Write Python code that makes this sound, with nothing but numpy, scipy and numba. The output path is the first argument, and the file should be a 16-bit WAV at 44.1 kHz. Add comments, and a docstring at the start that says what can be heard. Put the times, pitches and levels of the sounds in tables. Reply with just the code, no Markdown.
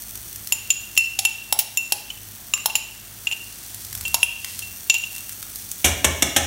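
"""A hob hums and hisses under a faintly sizzling pan throughout, in a small hard kitchen.
From 0.5 to 5 s a steel spoon clinks in a hand-held glass jar of grated coconut, close to the microphone;
each contact rings the jar's wall modes, damped to a varying degree. Dry ticks, soft rubbing and low
handling rumble come between. From 5.8 s the spoon is knocked on the pan four times: a clang with
a rebound, ringing pan modes and a thump on the hob top."""
import sys
import numpy as np
from scipy import signal
from scipy.fft import rfft, irfft, next_fast_len
from scipy.io import wavfile
from scipy.ndimage import uniform_filter1d
from numba import njit

SR = 44100
rng = np.random.default_rng(int(sys.argv[2]) if len(sys.argv) > 2 else 0)


def put_to_file(sound):
    """Save the sound as 16-bit audio at rate SR, in the file named by the first command-line argument."""
    columns = np.atleast_2d(sound).T  # one column per channel
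    safe = np.clip(columns, -1, 1)
    whole_steps = np.round(safe * 32767)
    wavfile.write(sys.argv[1], SR, whole_steps.astype(np.int16))


N = 285238
TIME = np.arange(N) / SR  # s
AGE = TIME[:int(.8 * SR)]  # s since a blow
TOP_HZ = 15750  # upper band limit


def undb(db):
    """Decibels to gain."""
    return 10 ** (np.asarray(db) / 20)


def unit(x):
    """Scale to rms 1."""
    return x / np.sqrt(np.mean(x ** 2))


def punch(x):
    """Scale a blow to rms 1 over its first 20 ms."""
    return x / np.sqrt(np.mean(x[:SR // 50] ** 2))


def fade(t60_s):
    """Exponential decay, 60 dB down after t60_s."""
    return np.exp(-np.log(1000) * AGE / max(t60_s, 1e-4))


def colour(x, points):
    """Filter x to a curve of (Hz, dB) points, minimum phase by folding the cepstrum."""
    hz, db = np.transpose(points)
    size = 2 * next_fast_len(len(x))
    log_hz = np.log(np.fft.rfftfreq(size, 1 / SR) + 1)
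    log_gain = np.log(undb(np.interp(log_hz, np.log(hz), db)))
    cepstrum = irfft(log_gain)
    cepstrum[1:size // 2] *= 2
    cepstrum[size // 2 + 1:] = 0
    return irfft(rfft(x, size) * np.exp(rfft(cepstrum)))[:len(x)]


def band(x, low_hz, high_hz):
    """Butterworth band-pass."""
    edges_hz = [low_hz, min(high_hz, SR / 2.2)]
    return signal.sosfilt(signal.butter(2, edges_hz, "band", fs=SR, output="sos"), x)


def walk(rate_hz):
    """Slow random drift with a spread near 1: random steps, smoothed."""
    k = int(SR / rate_hz)
    steps = np.repeat(rng.standard_normal(N // k + 1), k)
    return unit(uniform_filter1d(steps, k)[:N])


def grains(rate_hz, spread_db):
    """Random tiny clicks, a few much larger than the rest."""
    size = undb(spread_db * np.minimum(rng.exponential(size=N), 5))
    present = rng.random(N) < rate_hz / SR
    return present * size * rng.standard_normal(N)


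def burst(t60_s):
    """Dense chatter of a contact: decaying noise."""
    return rng.standard_normal(len(AGE)) * fade(t60_s)


def ring(modes, detune):
    """Decaying sines; each blow varies their shares, signs and (by the fraction detune) pitches."""
    out = 0
    for hz, db, t60_s in modes:
        share, shift = rng.standard_normal(2)
        tone = np.sin(2 * np.pi * hz * (1 + detune * shift) * AGE)
        out = out + rng.choice([-1, 1]) * undb(db + 2 * share) * fade(t60_s) * tone
    return punch(out)


def add(track, s, sound):
    """Mix a sound into the track at s seconds."""
    start = max(int(s * SR), 0)
    track[start:start + len(sound)] += sound[:N - start]


def swells(rows):
    """Gain of smooth hand movements: a bell curve per row."""
    return sum(undb(db) * np.exp(-2 * ((TIME - s) / length_s) ** 2) for s, length_s, db in rows)


# Kitchen reverberation. Each row: frequency in Hz, level in dB, t60 in s.
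ROOM_BANDS = [(80, -1.5, 0.54), (423, -0.5, 0.61), (1080, -1.5, 0.54), (2930, -5, 0.74), (7300, -7, 0.52),
              (15000, -12.5, 0.25)]


def kitchen(x, gap_s=0.0053, build_s=0.0033):
    """Diffuse wall echoes build up shortly after the direct sound; the top treble dies first."""
    hz, level_db, t60_s = np.transpose(ROOM_BANDS)
    noise = rfft(rng.standard_normal(len(AGE)))
    log_hz = np.log(np.fft.rfftfreq(len(AGE), 1 / SR) + 1)
    onset = 1 - np.exp(-np.maximum(AGE - gap_s, 0) / build_s)
    response = 0
    for share, db, decay_s in zip(np.eye(len(hz)), level_db, t60_s):
        shape = onset * fade(decay_s)
        shape = shape / np.sqrt(np.sum(shape ** 2))
        band_noise = irfft(noise * np.interp(log_hz, np.log(hz), share), len(AGE))
        response = response + undb(db) * band_noise * shape
    return signal.fftconvolve(x, response)[:N]


# Spectrum of the steady air. 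Each row: frequency in Hz, relative density in dB per Hz.
AIR_SPECTRUM = [(18, -55), (30, -24), (106, 1), (131, -6.5), (204, -10.5), (233, -11.5), (426, -11.5),
                (461, -21.5), (666, -8), (1040, -11), (1810, -7.5), (2610, -12.5), (2900, -9.5),
                (8520, -11), (16000, -13.5)]
# Hob hum. Each row: centre frequency in Hz, centre rms level in dB.
HUM_TONES = [(49.5, -55.5), (102.3, -54.5), (207, -62.5)]


def hob(air_db=-44, rumble_db=-54):
    """Fan as coloured noise over low rumble, plus tones wavering in pitch and level."""
    air = unit(colour(rng.standard_normal(N), AIR_SPECTRUM)) * undb(air_db + .5 * walk(4.38))
    rumble = unit(band(rng.standard_normal(N), 34, 301)) * undb(rumble_db)
    hum = 0
    for hz, db in HUM_TONES:
        phase = 2 * np.pi * np.cumsum(hz + 1.243 * walk(6.7)) / SR
        hum = hum + undb(db + 2 * walk(6.4)) * np.sqrt(2) * np.sin(phase)
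    return air + rumble + hum


# Sizzle level. Each row: time in s, level in dB before the trim.
SIZZLE_LEVEL = [(0, -38), (0.7, -39), (1.2, -40), (2.3, -41), (3.0, -42), (3.9, -39), (5.3, -36),
                (5.9, -37.5)]
# Sizzle spectrum. Each row: frequency in Hz, relative level in dB.
SIZZLE_SPECTRUM = [(1470, -39), (2500, -7.5), (3170, -11.5), (3470, -3), (3920, -20), (4300, -2.5),
                   (4930, -14), (5790, 1.5), (7390, -6), (8480, 1.5), (10500, -4), (12600, 0.5), (15500, 1)]


def sizzle(trim_db=2):
    """Tiny bubbles bursting in the oil: dense coloured clicks."""
    frying = unit(colour(grains(rate_hz=7000, spread_db=3.2), SIZZLE_SPECTRUM))
    level_db = np.interp(TIME, *np.transpose(SIZZLE_LEVEL)) + trim_db + 0.27 * walk(5.18)
    return frying * undb(level_db)


# The hand turns the jar over. Each row: middle in s, length in s, level in dB.
JAR_TURNS = [(0.45, 0.53, -50.5), (4.07, 0.33, -44), (4.6, 0.47, -49.5)]


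def handling():
    """Soft low rumble of moving hands and jar: swelling low noise."""
    return unit(band(rng.standard_normal(N), 51, 107)) * swells(JAR_TURNS)


# Shreds rub on the glass, then slide off the spoon. Each row: middle in s, length in s, level in dB.
SHRED_SCRAPES = [(3.75, 0.84, -45), (4.55, 0.18, -36), (5.75, .3, -44.5)]


def scrapes():
    """Coconut shreds rubbing: dense treble clicks, flickering in level."""
    rubbing = unit(band(grains(rate_hz=4000, spread_db=2.3), 3500, 12000))
    return rubbing * undb(2 * walk(25)) * swells(SHRED_SCRAPES)


# Timed ticks: pops of the pan, crumbs, a faint spoon tap at 2.577 s, a grainy scrape at 4.446 s.
# Each row: start in s, relative level in dB, body against treble in dB.
TIMED_TICKS = [(0.155, -22.5, -12), (0.3593, -22.5, -12), (0.472, -20, -17), (2.577, -30.5, 4),
               (3.745, -22.5, -20), (3.9512, -19, -7.5), (4.0099, -21, -10), (4.4459, -18, -0.5),
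               (4.5915, -17.5, -8.5), (5.2934, -21.5, -7), (5.4272, -22, -5.5), (5.558, -20.5, -15),
               (5.715, -17, -19.5)]


def ticks(trim_db=-12, snap_t60_s=0.025, tipped_s=(3.5, 5.5), crumbs_per_s=6.5,
          crumb_db=-23.5, crumb_body_db=-10, scatter_db=3):
    """Short treble bursts over a lower body; loose crumbs tick at random while the jar is tipped."""
    out = np.zeros(N)
    start_s, end_s = tipped_s
    span_s = end_s - start_s
    crumbs = []
    for when, size in rng.random((int(crumbs_per_s * span_s), 2)):
        crumbs.append((start_s + when * span_s, crumb_db + scatter_db * (2 * size - 1), crumb_body_db))
    for s, db, body_db in TIMED_TICKS + crumbs:
        snap = punch(band(burst(snap_t60_s), 5500, 16000))
        body = punch(band(burst(.014), 1300, 7000))
        add(out, s, undb(db + trim_db) * (snap + undb(body_db) * body))
    return out


# Spoon on pan. 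Each row: start in s, clang level in dB, thump level in dB, chatter t60 in s.
PAN_KNOCKS = [(5.8441, -11.5, -22, 0.16), (6.0445, -10.5, -24.5, 0.044), (6.2227, -11.5, -28.5, 0.031),
              (6.3632, -9.5, -26, 0.066)]
# Pan modes. Each row: frequency in Hz, relative level in dB, t60 in s.
PAN_RING_MODES = [(275, -6, .3), (550, -5, .3), (682, -5, .3), (872, -11, .3), (1034, -9, .25),
                  (1276, -11, .25), (1577, -7, .35), (1735, -2, .33), (1766, -5, .3), (1850, -6, .4),
                  (2185, -3, .35), (2240, 1, .35), (2816, -1, .4), (2893, -1, .4), (3424, -6, .3),
                  (3683, -2, .25), (5508, 6, .2), (6074, 4, .17), (6319, 4, .2), (7151, 5, .17),
                  (8140, 4, .12), (8848, 0, .15), (12000, 3, .08), (12900, 2, .08)]
# Pan bouncing on the hob top. Each row: frequency in Hz, relative level in dB, t60 in s.
HOB_TOP_MODES = [(66, -4, .3), (77, 0, .4), (92, -6, .25), (128, -7, .22), (185, -4, .25), (345, -8, .2)]
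# Clang spectrum. Each row: frequency in Hz, relative level in dB.
CLANG_SPECTRUM = [(70, -9), (130, -9), (300, -3), (450, -8.5), (640, -0.5), (1150, -12), (1750, -4),
                  (2000, -9), (2240, 0), (2520, -5.5), (2870, -2), (3700, -3.5), (4300, -14), (5200, -16),
                  (5550, -2.5), (8000, -5), (10700, -10.5), (12500, -9), (14000, -16), (16000, -26)]


def pan(rebound_s=.0035, rebound_db=-2, thump_rise_s=0.0039, rumble_db=-6, ring_db=-9):
    """The spoon hits the rim, rebounds and chatters; the pan rings and thumps the hob top."""
    out = np.zeros(N)
    for s, clang_db, thump_db, t60_s in PAN_KNOCKS:
        for delay_s, db in ((0, -3), (rebound_s, rebound_db)):
            clang = punch(colour(burst(t60_s), CLANG_SPECTRUM))
            add(out, s + delay_s, undb(clang_db + db) * clang)
        add(out, s, undb(clang_db + ring_db) * ring(PAN_RING_MODES, detune=.0004))
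        rumble = punch(band(burst(0.21), 61, 410))
        thump = ring(HOB_TOP_MODES, detune=0.0074) + undb(rumble_db) * rumble
        add(out, s, undb(thump_db) * thump * (1 - np.exp(-AGE / thump_rise_s)))
    return out


# Clack of spoon on glass. Each row: multiple of the clack pitch, relative level in dB, t60 in s.
CLACK_PARTIALS = [(.82, -9, 0.019), (1.001, -3.5, 0.043), (1.07, -3.5, 0.0088)]
# Jar modes: second wall mode, crack, high register. Each row: frequency in Hz, relative level in dB, t60 in s.
SECOND_MODES = [(6770, -7, .035), (6870, -2, .05), (7165, 0, .07), (7220, -7, .07)]
CRACK_RING_MODES = [(3080, -3, .03), (3260, -7, .03), (3690, -4, .03), (3950, -8, .025), (4480, -8, .02),
                    (5030, -6, .025), (5480, 1, .055), (5880, -2, .03), (6150, -3, .03), (6560, -1, .03),
                    (8050, -1, .035), (8480, -5, .025)]
HIGH_RING_MODES = [(9680, -4, .05), (9850, -6, .05), (11160, -2, .06), (11330, -6, .03), (11750, -6, .025),
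                   (12960, -4, .045), (15350, -4, .05), (15580, -7, .04)]


def clink(levels_db, t60_s, wall_hz, clack_hz, high_hz, skid_t60_s, twin_ratio=1.021, twin_db=-9,
          free_db=-27, free_t60_s=0.5, rasp_db=-5, chatter_db=-2, contact_s=0.00045, focus_db=9):
    """Spoon on glass: a brief skid, the wall's split lowest mode, and other modes around it."""
    clack_db, wall_db, second_db, crack_db, high_db = levels_db
    # uneven wall thickness splits the mode into a beating pair; a little rings on once the spoon has left
    wall_modes = [(wall_hz, 0, t60_s), (wall_hz * twin_ratio, twin_db, t60_s), (wall_hz, free_db, free_t60_s)]
    wall = ring(wall_modes, detune=0.00098)
    clack = ring([(clack_hz * k, db, decay_s) for k, db, decay_s in CLACK_PARTIALS], detune=0.009)
    # the point of contact favours one register of the high modes
    high_modes = [(hz, db - focus_db * min(abs(hz - high_hz) / 1800, 1), decay_s)
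                  for hz, db, decay_s in HIGH_RING_MODES]
    high = ring(high_modes, detune=.002)
    # skidding steel roughens every register; a longer skid rasps more
    rasp = punch(band(burst(skid_t60_s), 2506, 3160)) * np.sqrt(skid_t60_s / 0.1)
    chatter = punch(band(burst(skid_t60_s), 2830, 8200))
    glitter = punch(band(burst(skid_t60_s), 0.71 * high_hz, 1.24 * high_hz))
    knock = punch(band(burst(0.022), 386, 1660))
    crack = ring(CRACK_RING_MODES, detune=0.012)
    out = undb(wall_db) * (wall + undb(rasp_db) * rasp)
    out += undb(second_db - 1) * ring(SECOND_MODES, detune=.003)
    out += undb(crack_db) * (undb(-4.5) * crack + undb(chatter_db) * chatter)
    out += undb(high_db) * (undb(-1.5) * high + undb(-4.0) * glitter)
    out += undb(clack_db) * (undb(0.5) * clack + undb(-8.5) * knock)
    return out * (1 - np.exp(-AGE / contact_s))


CLACK_HZ, HIGH_HZ = 897, 11560  # usual clack pitch and high register


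def pressed_wall_hz(t60_s, free_hz=2699, press_hz_s=1.568):
    """A spoon that stays pressed on damps the first wall mode and raises its pitch."""
    return free_hz + press_hz_s / t60_s


# Brushes of the rim. Each row: start in s, ring level in dB, ring t60 in s, pitch in Hz.
RIM_TOUCHES = [(2.1025, -30.5, 0.035, 3013), (2.6986, -27.5, .055, 2730), (3.2701, -21, 0.03, 2772),
               (3.313, -26, 0.08, 2704), (3.323, -24, 0.1, 2785), (4.0513, -24.5, 0.26, 2722),
               (4.622, -32, 0.32, 2726), (4.95, -19.5, .22, 2760), (5.037, -27, 0.034, 2760)]


def rim_touches(clack_db=-25, second_db=-11, crack_db=-14, high_db=-22, skid_t60_s=0.054):
    """A soft contact wakes little but the first wall mode."""
    out = np.zeros(N)
    for s, db, t60_s, hz in RIM_TOUCHES:
        levels_db = db + np.array([clack_db, 0, second_db, crack_db, high_db])
        add(out, s, clink(levels_db, t60_s, hz, CLACK_HZ, HIGH_HZ, skid_t60_s))
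    return out


# Spoon tip on the bottom. Each row: start in s, strength in dB, then against it wall ring in dB and
# clack in dB, clack pitch in Hz, brightness in dB against strength, skid t60 in s.
BOTTOM_CLACKS = [(1.1892, -18, -13, -16.5, 772, -3, .03), (1.525, -19, -11, -8, 860, 2, 0.022),
                 (1.5893, -19, -6.5, -16.5, 870, 6, 0.1), (1.9218, -18, -6, -12, 827, 0, 0.017),
                 (2.658, -20, -10, -6.5, 880, 2, 0.028), (4.143, -18, -5, -8.5, 918, 1.5, 0.033)]


def bottom_clacks(second_db=-11, t60_s=0.075, glance_db=2, register_hz_per_db=850):
    """The thick bottom cracks and clacks, hardly rings; bright glancing blows wake the topmost modes."""
    out = np.zeros(N)
    for s, db, wall_db, clack_db, clack_hz, bright_db, skid_t60_s in BOTTOM_CLACKS:
        high_hz = min(HIGH_HZ + register_hz_per_db * max(bright_db - glance_db, 0), TOP_HZ)
        levels_db = db + np.array([clack_db, wall_db, second_db, 0, bright_db])
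        add(out, s, clink(levels_db, t60_s, pressed_wall_hz(t60_s), clack_hz, high_hz, skid_t60_s))
    return out


# Spoon on the side. Each row: start in s, strength in dB, ring t60 in s, second wall mode against first in dB,
# brightness in dB and clack in dB against strength, clack pitch in Hz, skid t60 in s.
SIDE_STRIKES = [(0.5224, -25.5, 0.054, 2.5, 6, -14, 912, .03),
                (0.703, -22.5, .037, 7, -5.5, -30, 880, .045), (0.9663, -36, .06, -1, -10, -22, 885, .02),
                (0.9758, -17, 0.19, -5.5, 0, -31, 920, 0.015),
                (1.2506, -21.5, 0.12, -7.5, 2.5, -14.5, 910, 0.034),
                (1.7724, -24, 0.17, 0.5, 1.5, -23, 1044, 0.0099),
                (2.5369, -23.5, 0.0328, -0.5, -5, -12, 1220, 0.01),
                (2.7537, -23.5, 0.044, 0.5, 1.5, -10, 878, .07),
                (4.2301, -21, .06, -17.5, 5, -15.5, 933, .009),
                (4.898, -17, 0.082, -2, -11, -24, 880, 0.039),
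                (4.941, -27.5, 0.033, -1, -1, -17, 935, 0.043)]


def side_strikes(ring_db=5, trade=0.37, register_hz=12300, register_hz_per_db=130):
    """The side rings loudly; the place struck trades first wall mode for second, moving the high register."""
    out = np.zeros(N)
    for s, db, t60_s, second_db, bright_db, clack_db, clack_hz, skid_t60_s in SIDE_STRIKES:
        wall_db = ring_db - trade * second_db
        high_hz = register_hz + register_hz_per_db * second_db
        levels_db = db + np.array([clack_db, wall_db, wall_db + second_db, 0, bright_db])
        add(out, s, clink(levels_db, t60_s, pressed_wall_hz(t60_s), clack_hz, high_hz, skid_t60_s))
    return out


def jar(side_room_db=-3.5, bottom_room_db=-4, rim_room_db=-6.0):
    """All contacts of spoon and jar. Returns (direct, sent to the room)."""
    side, bottom, rim = side_strikes(), bottom_clacks(), rim_touches()
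    sent = undb(side_room_db) * side + undb(bottom_room_db) * bottom + undb(rim_room_db) * rim
    return side + bottom + rim, sent


def scene():
    """The jar is close to the microphone; the pan is further off and stirs the room more."""
    steady = hob() + sizzle() + handling() + scrapes()
    small_ticks, knocks = ticks(), pan()
    clinks, sent = jar()
    echoes = kitchen(sent + small_ticks + knocks)
    return (clinks + small_ticks + knocks + echoes + steady)[None]


@njit
def follow(x, attack, release):
    """Level follower that rises fast and falls slowly."""
    out, level = np.empty(len(x)), 0.
    for i in range(len(x)):
        level += (x[i] - level) * (attack if x[i] > level else release)
        out[i] = level
    return out


def record(dry, threshold=0.43, attack_s=0.0019, release_s=0.45, drive_db=2.0):
    """Gain ducks after loud blows and recovers slowly; peaks are rounded, lows and top cut."""
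    level = follow(np.abs(dry[0]), 1 / (1 + attack_s * SR), 1 / (1 + release_s * SR))
    held = undb(drive_db) * dry / np.sqrt(1.5 + (level / threshold) ** 2)
    held = signal.sosfilt(signal.butter(3, 42, "high", fs=SR, output="sos"), held)  # microphone low cut
    rounded = held / (1 + held ** 6) ** (1 / 6)
    return signal.sosfilt(signal.ellip(10, .2, 70, TOP_HZ, fs=SR, output="sos"), rounded)


dry = scene()
out = record(dry)
put_to_file(out)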